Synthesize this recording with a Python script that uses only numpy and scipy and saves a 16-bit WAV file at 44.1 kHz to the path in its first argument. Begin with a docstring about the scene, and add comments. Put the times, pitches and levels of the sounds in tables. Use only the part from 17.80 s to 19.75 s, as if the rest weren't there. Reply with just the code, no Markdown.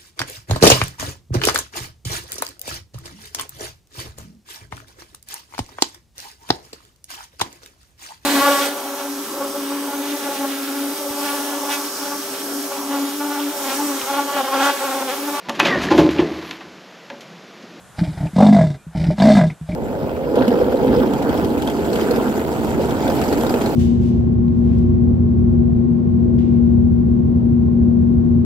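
"""Leopard growling close by

Two loud outward growls, with quieter, slacker inward rasps around them. The throat hums near 200 Hz
while loose folds flap 15-65 times a second; each flap renews the hum, rings the mouth and spits air.
Tongue and palate click wetly. Behind lie two distant bird notes and a faint outdoor wash."""
import sys
import numpy as np
from scipy import signal
from scipy.fft import rfft, irfft
from scipy.io import wavfile
from scipy.ndimage import uniform_filter1d

SR = 44100
rng = np.random.default_rng(int(sys.argv[2]) if len(sys.argv) > 2 else 0)


def transcribe(signal):
    """Save signal, clipped to [-1, 1], as a 16-bit WAV file at the path in sys.argv[1]."""
    frames = np.atleast_2d(signal).T
    limited = np.clip(frames, -1, 1)
    pcm = np.round(limited * 32767).astype(np.int16)
    wavfile.write(sys.argv[1], SR, pcm)


N = 85995
T = np.arange(N) / SR

# Folds and tract, per growl: t/s, flap rate/Hz, throat f/Hz, mouth f/Hz, mouth decay/s
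OUT_GESTURES = [
    [(.561, 47.4, 182.2, 630, 0.0053), (.59, 48, 194.7, 543, 0.002), (.66, 48.6, 212.1, 670, 0.0038),
     (.745, 51, 207.2, 700, 0.015), (.82, 38.7, 164, 632, 0.017), (.95, 19.9, 137.6, 627, 0.023)],
    [(1.381, 51.8, 184, 694, 0.0014), (1.41, 51, 192.6, 691, 0.0086), (1.46, 65.2, 220.1, 636, 0.01),
     (1.52, 61.7, 215.2, 624, 0.03), (1.57, 53.7, 206.4, 709, 0.0041), (1.62, 39, 169.8, 620, 0.017),
     (1.715, 24.7, 150.3, 637, 0.0046)],
]
# Drive, per growl: t/s, throat level/dB, mouth level/dB, rasp level/dB, hiss level/dB
OUT_DRIVE = [
    [(0.56, -14, -30.5, -35.5, -45), (0.59, -7.5, -14.5, -47, -40.5), (0.628, -4.5, -9, -29, -36.5),
     (0.634, -8.5, -14.5, -49, -40), (0.684, -5.5, -14, -26.5, -39), (0.714, -7, -32, -57, -47),
     (0.726, -6.5, -22.5, -35, -39.5), (0.774, -8.5, -16.5, -31, -42.5), (0.82, -10, -18, -32, -43),
     (0.89, -18, -40, -48, -50), (0.926, -19, -44, -38, -48.5), (0.946, -27.5, -48, -44.5, -56),
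     (0.96, -33, -45, -53, -57)],
    [(1.38, -18.5, -31, -42.5, -45), (1.424, -8.5, -14.5, -22.5, -34.5), (1.436, -7, -17, -31, -38),
     (1.516, -9, -13.5, -27.5, -34.5), (1.546, -11.5, -32, -34, -39), (1.568, -4, -17.5, -26, -31.5),
     (1.588, -11.5, -17, -27, -38.5), (1.642, -10.5, -22.5, -32.5, -47.5), (1.652, -18, -20, -48, -31),
     (1.662, -14.5, -37, -50, -44.5), (1.694, -20, -41, -52, -53), (1.706, -27, -51, -43, -54.5),
     (1.73, -20, -54, -64, -63)],
]
# Muzzle response: f/Hz, level/dB
OUT_MUZZLE = [(440, -34.5), (750, 1), (786, -4), (918, -14), (985, -3), (1060, -19), (1160, -18.5),
              (1260, -12.5), (1390, -17), (1640, -8.5), (1780, -20), (2010, -9), (2290, -16), (2610, -27),
              (2830, -27.5), (3270, -27), (3680, -22), (4140, -25.5), (5190, -27), (5990, -32),
              (8150, -33.5), (9510, -43.5), (12800, -46.5), (16600, -92), (22000, -120)]
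# Narrow muzzle resonances: f/Hz, width/Hz, gain
OUT_RESONANCES = [(990, 12, .4), (1677, 63, .8), (2010, 34, .7), (2780, 160, .8), (3600, 100, 1.3),
                  (3830, 53, 0.29), (4420, 23, 2.6), (5080, 110, .7), (5760, 52, 1.2), (8190, 300, 0.68)]


def outward_growls():
    """Breath driven out through a tight, steadily humming throat."""
    return sum(growl(gesture, drive, OUT_MUZZLE, OUT_RESONANCES, jitter_s=0.00019, damp_s=0.0044,
                     hum_db=9, hum_rise_s=0.0046, hum_decay_s=0.018, wobble=0.0397,
                     puff_db=-16.5, puff_hz=71.7, side_db=-5, side_ratio=1.148, mouth_db=9.5,
                     rasp_db=9.5, rasp_decay_s=0.0047, hiss_db=2, hiss_decay_s=0.013,
                     leak_gain=0.2, grit_db=2.5, hoarse_db=-0.5, snap_gain=10.8)
               for gesture, drive in zip(OUT_GESTURES, OUT_DRIVE))


# Folds and tract, per rasp: t/s, flap rate/Hz, throat f/Hz, mouth f/Hz, mouth decay/s
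IN_GESTURES = [
    [(.188, 60.6, 168.8, 630, 0.0047), (.23, 28.9, 161.1, 633, 0.014), (.335, 15, 162, 605, 0.014)],
    [(.372, 32.2, 163, 665, 0.0037), (.48, 40.3, 157, 615, 0.0086)],
    [(1.151, 55.4, 158.6, 647, 0.015), (1.23, 39, 161.6, 587, 0.0069), (1.32, 51.7, 167.7, 610, 0.014)],
    [(1.886, 36.5, 170, 607, 0.042), (1.95, 54.6, 177, 615, 0.02)],
]
# Drive, per rasp: t/s, throat level/dB, mouth level/dB, rasp level/dB, hiss level/dB
IN_DRIVE = [
    [(0.19, -24, -37, -32.5, -41.5), (0.218, -10.5, -42, -51, -57), (0.246, -31, -35.5, -29.5, -39.5),
     (0.278, -21.5, -44.5, -44, -51), (0.298, -44, -47, -39, -57), (0.34, -47, -55, -42, -51)],
    [(0.37, -32.5, -43, -37.5, -49), (0.434, -16, -36, -34, -53), (0.442, -20.5, -33, -40, -44),
     (0.462, -25, -33.5, -38, -53), (0.47, -39, -45, -22, -57), (0.49, -50, -44, -49, -57)],
    [(1.15, -17.5, -40, -26.5, -54), (1.168, -19.5, -37.5, -43.5, -41.5), (1.268, -18, -33.5, -32, -42),
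     (1.282, -8.5, -68, -40, -47), (1.312, -20.5, -23.5, -33.5, -42), (1.34, -37, -47, -58, -64)],
    [(1.885, -8.5, -31.5, -33, -37.5), (1.905, -35, -38, -42, -57), (1.923, -16.5, -54, -71, -49),
     (1.939, -23, -39, -76, -59), (1.945, -27, -43, -55, -56)],
]
# Muzzle response: f/Hz, level/dB
IN_MUZZLE = [(440, -1.5), (750, 16.5), (896, 7), (1060, -25.5), (1390, -0.5), (1940, 0), (2110, -2.5),
             (2430, -5), (2640, -27), (3040, -18), (3310, -28.5), (3810, -22), (4450, -24.5), (5010, -30),
             (6280, -34.5), (8060, -32), (12800, -44.5), (16600, -67), (22000, -120)]
# Narrow muzzle resonances: f/Hz, width/Hz, gain
IN_RESONANCES = [(910, 96, 2.4), (1440, 74, 1.4), (1885, 54, 0.33), (2070, 71, 0.35), (3007, 41, 0.45),
                 (3410, 120, 2.2), (3774, 95, 1), (5000, 460, 3), (5630, 150, 2.7)]


def inward_rasps():
    """Air drawn back in over slack, unsteadily flapping folds."""
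    return sum(growl(gesture, drive, IN_MUZZLE, IN_RESONANCES, jitter_s=0.00249, damp_s=0.012,
                     hum_db=6, hum_rise_s=0.0043, hum_decay_s=0.057, wobble=0.1064,
                     puff_db=-2.5, puff_hz=79.8, side_db=-7, side_ratio=1.83, mouth_db=11,
                     rasp_db=-3, rasp_decay_s=0.0057, hiss_db=-4, hiss_decay_s=0.0031,
                     leak_gain=0.75, grit_db=3.5, hoarse_db=-14, snap_gain=2.6)
               for gesture, drive in zip(IN_GESTURES, IN_DRIVE))


# Hoarse noise round the mouth resonance: f/Hz, level/dB
HOARSE_SPECTRUM = [(30, -40.5), (200, -4.5), (420, -16), (560, 2.5), (830, -2.5), (1100, -12.5),
                   (2500, -57)]
# Soft air noise under the hum: f/Hz, level/dB
BREATH_SPECTRUM = [(30, -8), (90, -2.5), (350, -6.5), (520, -18.5), (700, -18), (1500, -45), (4000, -80)]


def growl(gesture, drive, muzzle, resonances, jitter_s, damp_s, hum_db, hum_rise_s, hum_decay_s, wobble,
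          puff_db, puff_hz, side_db, side_ratio, mouth_db, rasp_db, rasp_decay_s, hiss_db, hiss_decay_s,
          leak_gain, grit_db, hoarse_db, snap_gain):
    """Each flap pushes a puff, renews the hum, rings the mouth until the next flap and spits air."""
    lookahead_s, last_gap_s, onrush_s, split_hz = 0.0068, 0.034, 0.021, 2870
    t = np.arange(0, 0.12, 1 / SR)
    times = flap_times(gesture, jitter_s)
    voice, snaps, hum_env, rasp_env, hiss_env, hoarse_env, breath_env = np.zeros((7, N))
    for at_s, gap_s in zip(times, np.r_[np.diff(times), last_gap_s]):
        _, throat_hz, mouth_hz, mouth_decay_s = curve(gesture, at_s + lookahead_s)
        throat, mouth, rasp, hiss = curve(drive, at_s + lookahead_s)  # dB
        gate = 1 / (1 + np.exp(np.minimum(2 * (t - gap_s) / damp_s, 50)))  # closes at the next flap
        puff = amp(puff_db + 0.29 * throat) * ring(t, puff_hz, 0.0017, 0.004)
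        side_ring = amp(throat + side_db) * ring(t, side_ratio * throat_hz, 0.006, 0.042)
        mouth_ring = amp(mouth + mouth_db) * ring(t, mouth_hz, 0.0005, mouth_decay_s)
        leak = leak_gain * burst(t, 0.0044, 0.063) * gate
        hoarse_gain = amp(mouth + hoarse_db) * np.sqrt(0.005 / mouth_decay_s)
        add(voice, at_s, puff - (side_ring + mouth_ring) * gate)
        add(snaps, at_s, np.array([snap_gain * amp(rasp)]))
        add(hum_env, at_s, amp(throat + hum_db) * burst(t, hum_rise_s, hum_decay_s) * gate)
        add(rasp_env, at_s, amp(rasp + rasp_db) * (burst(t, 0.0016, rasp_decay_s) + leak))
        add(hiss_env, at_s, amp(hiss + hiss_db) * (burst(t, 0.0011, hiss_decay_s) + 2.98 * leak))
        add(hoarse_env, at_s, hoarse_gain * burst(t, 0.0032, 0.013) * gate)
        add(breath_env, at_s, amp(-27 + 0.4 * throat) * burst(t, 0.0023, 0.027))
    onrush = 0.5 * np.exp(-abs(T - times[0]) / onrush_s)  # air leaks just before the first flap
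    for env in rasp_env, hiss_env:
        env += env[round((times[0] + lookahead_s) * SR)] * onrush
    hum_hz = curve(gesture, T)[1] * (1 + wobble * waver(samples=200))
    voice += hum_env * tone(hum_hz)
    hz = np.fft.rfftfreq(2048, 1 / SR)
    tract = muzzle_gain(muzzle, resonances, hz)
    low_share = 1 / (1 + (hz / split_hz) ** 10)
    return (voice
            + colour(rasp_env * grit(grit_db) + snaps, tract * np.sqrt(low_share))
            + colour(hiss_env * grit(grit_db), tract * np.sqrt(1 - low_share))
            + colour(hoarse_env * grit(grit_db), amp(spectrum(HOARSE_SPECTRUM, hz)))
            + colour(breath_env * rng.standard_normal(N), amp(spectrum(BREATH_SPECTRUM, hz))))


def flap_times(gesture, jitter_s):
    """The folds flap once per cycle of the flap rate, slightly off time."""
    t = np.arange(gesture[0][0], gesture[-1][0], 1 / SR)
    cycles = np.cumsum(curve(gesture, t)[0]) / SR
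    times = np.interp(np.arange(int(cycles[-1]) + 1), cycles, t)
    return times + jitter_s * rng.standard_normal(len(times))


def muzzle_gain(muzzle, resonances, hz, low_edge_hz=672):
    """Broad muzzle response with narrow resonances on top and the bass cut."""
    peaks = sum(gain / (1 + (2 * (hz - peak_hz) / width_hz) ** 2)
                for peak_hz, width_hz, gain in resonances)
    return amp(spectrum(muzzle, hz)) * (1 + peaks) / np.sqrt(1 + (low_edge_hz / (hz + 1)) ** 10)


# Lone flaps: t/s, level/dB, throat f/Hz
LONE_FLAPS = [(0.346, -29.5, 182.5), (0.532, -20.5, 183.6), (1.066, -24.5, 163.3), (1.331, -21, 205),
              (1.811, -20.5, 158)]


def gulps():
    """Single soft flaps ring the throat as the airflow turns round."""
    out, t = np.zeros(N), np.arange(0, 0.15, 1 / SR)
    for at_s, db, throat_hz in LONE_FLAPS:
        puff = amp(-9) * ring(t, hz=61, rise_s=0.0048, decay_s=0.029)
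        throat = ring(t, throat_hz, rise_s=0.0019, decay_s=0.026)
        add(out, at_s, amp(db) * (puff - throat))
    return out


# Wet clicks: t/s, level/dB, f/Hz, decay/s
TONGUE_CLICKS = [(0.19, -30.5, 1570, 0.0083), (0.193, -39, 4400, 0.01), (.24, -42, 3240, 0.012),
                 (.469, -29.5, 2370, 0.0049), (0.624, -17, 1090, 0.0073), (.624, -23, 2050, .005),
                 (.666, -30, 3540, 0.0085), (1.242, -21.5, 2080, 0.002), (1.253, -32.5, 1830, 0.0055),
                 (1.266, -40, 5100, 0.007), (1.4, -22.5, 3630, 0.0052), (1.422, -24, 4570, 0.0073),
                 (1.571, -23.5, 1640, 0.0097), (1.613, -19.5, 1610, 0.0074), (1.701, -32, 2130, 0.0091),
                 (1.919, -35, 2200, 0.011)]


def smacks():
    """Tongue and palate click in short bursts of resonant noise."""
    out, t = np.zeros(N), np.arange(0, 0.15, 1 / SR)
    for at_s, db, hz, decay_s in TONGUE_CLICKS:
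        resonance = ring(t, hz, rise_s=0.0001, decay_s=0.0021)
        fizz = signal.fftconvolve(rng.standard_normal(len(t)), resonance)[:len(t)]
        add(out, at_s, amp(db) * unit(fizz) * burst(t, 0.0004, decay_s))
    return out


def bush_scatter(x, mid_db=-19, side_db=-31):
    """Brief, weak stereo reflections from sand and bushes."""
    t = np.arange(0, 0.2, 1 / SR)
    tails = rng.standard_normal((2, len(t))) * burst(t, rise_s=0.0023, decay_s=0.025)
    mid, side = (signal.fftconvolve(x, tail / np.linalg.norm(tail))[:N] for tail in tails)
    return x + amp(mid_db) * mid + amp(side_db) * np.array([side, -side])


# Bird notes: t/s, length/s, start f/Hz, end f/Hz, level/dB
BIRD_NOTES = [(.285, .09, 4550, 3200, -54), (.97, .07, 2430, 2400, -58)]


def birds(wobble=0.022):
    """Thin, wavering whistles far away, one falling, one nearly level."""
    out = np.zeros(N)
    for at_s, length_s, start_hz, end_hz, db in BIRD_NOTES:
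        progress = np.linspace(0, 1, int(length_s * SR))
        glide_hz = start_hz * (end_hz / start_hz) ** progress
        hz = glide_hz * (1 + wobble * waver(samples=30)[:len(progress)])
        swell = np.sqrt(abs(np.sin(np.pi * progress)))
        add(out, at_s, amp(db) * swell * tone(hz))
    return out


# Background colour: f/Hz, level/dB
WASH_SPECTRUM = [(25, 7), (70, 8), (177, 9.5), (300, -3), (600, 1), (1000, -0.5), (1550, 0), (2100, -8.5),
                 (3700, -9.5), (4800, -15.5), (7800, -9.5), (13000, -18)]
# Background loudness: t/s, level/dB
WASH_ENVELOPE = [(0, -46.5), (.5, -44), (.7, -52), (1.1, -51), (1.8, -49.5), (1.95, -48)]
# Background width: f/Hz, left-right correlation
WASH_CORRELATION = [(30, 0.63), (1000, 0.89), (3500, 1), (5500, 0.5), (12000, 0.59)]


def outdoor_wash():
    """Faint background noise, a little wider in the treble."""
    hz = np.fft.rfftfreq(N, 1 / SR)
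    left, independent = rfft(rng.standard_normal((2, N)))
    correlation = spectrum(WASH_CORRELATION, hz)
    right = correlation * left + np.sqrt(1 - correlation ** 2) * independent
    noise = irfft(np.array([left, right]) * amp(spectrum(WASH_SPECTRUM, hz)), N)
    return unit(noise) * amp(curve(WASH_ENVELOPE, T)[0])


def amp(db):
    """Decibels to gain."""
    return 10 ** (np.asarray(db) / 20)


def unit(x):
    """Scales to rms 1."""
    return x / np.sqrt(np.mean(x ** 2) + 1e-20)


def curve(rows, at_s):
    """A table's value columns, interpolated in time."""
    times, *columns = np.transpose(rows)
    return [np.interp(at_s, times, column) for column in columns]


def spectrum(rows, hz):
    """A table's values, interpolated in log frequency."""
    row_hz, values = np.transpose(rows)
    return np.interp(np.log(hz + 1), np.log(row_hz), values)


def add(mix, at_s, sound):
    """Mixes a sound in place."""
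    part = mix[max(round(at_s * SR), 0):][:len(sound)]
    part += sound[:len(part)]


def colour(x, gain):
    """Minimum-phase filter of unit energy, shaped by gains from 0 Hz to SR / 2."""
    log_gain = np.log(np.maximum(gain / gain.max(), 1e-4))
    mirrored = np.r_[log_gain, log_gain[-2:0:-1]]
    response = np.exp(np.conj(signal.hilbert(mirrored)))
    taps = irfft(response[:len(gain)])
    return signal.fftconvolve(x, taps / np.linalg.norm(taps))[:N]


def burst(t, rise_s, decay_s):
    """Quick swell, exponential fall."""
    return (1 - np.exp(-(t / rise_s) ** 2)) * np.exp(-t / decay_s)


def ring(t, hz, rise_s, decay_s):
    """A struck resonance."""
    return burst(t, rise_s, decay_s) * np.sin(2 * np.pi * hz * t)


def tone(hz):
    """Sine following a frequency track."""
    return np.sin(2 * np.pi * np.cumsum(hz) / SR)


def waver(samples):
    """Smoothed noise of rms 1."""
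    return unit(uniform_filter1d(uniform_filter1d(rng.standard_normal(N), samples), samples))


def grit(flicker_db):
    """Noise of rms 1 whose level flickers rapidly."""
    return unit(rng.standard_normal(N) * amp(flicker_db * waver(samples=24)))


def scene():
    """The cat in the centre, the bush around it."""
    leopard = outward_growls() + inward_rasps() + gulps() + smacks()
    return bush_scatter(leopard) + birds() + outdoor_wash()


def record(dry, low_cut_hz=63, high_cut_hz=13100):
    """The microphone sheds the deepest bass and rounds the loudest peaks; then the band limit."""
    thin = signal.sosfilt(signal.butter(2, low_cut_hz, "highpass", fs=SR, output="sos"), dry)
    rounded = thin / (1 + thin ** 10) ** (1 / 10)
    lowpass = signal.firwin(511, high_cut_hz, window=("kaiser", 9), fs=SR)
    return signal.oaconvolve(rounded, lowpass[None], "same")


dry = scene()
out = record(dry)
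transcribe(out)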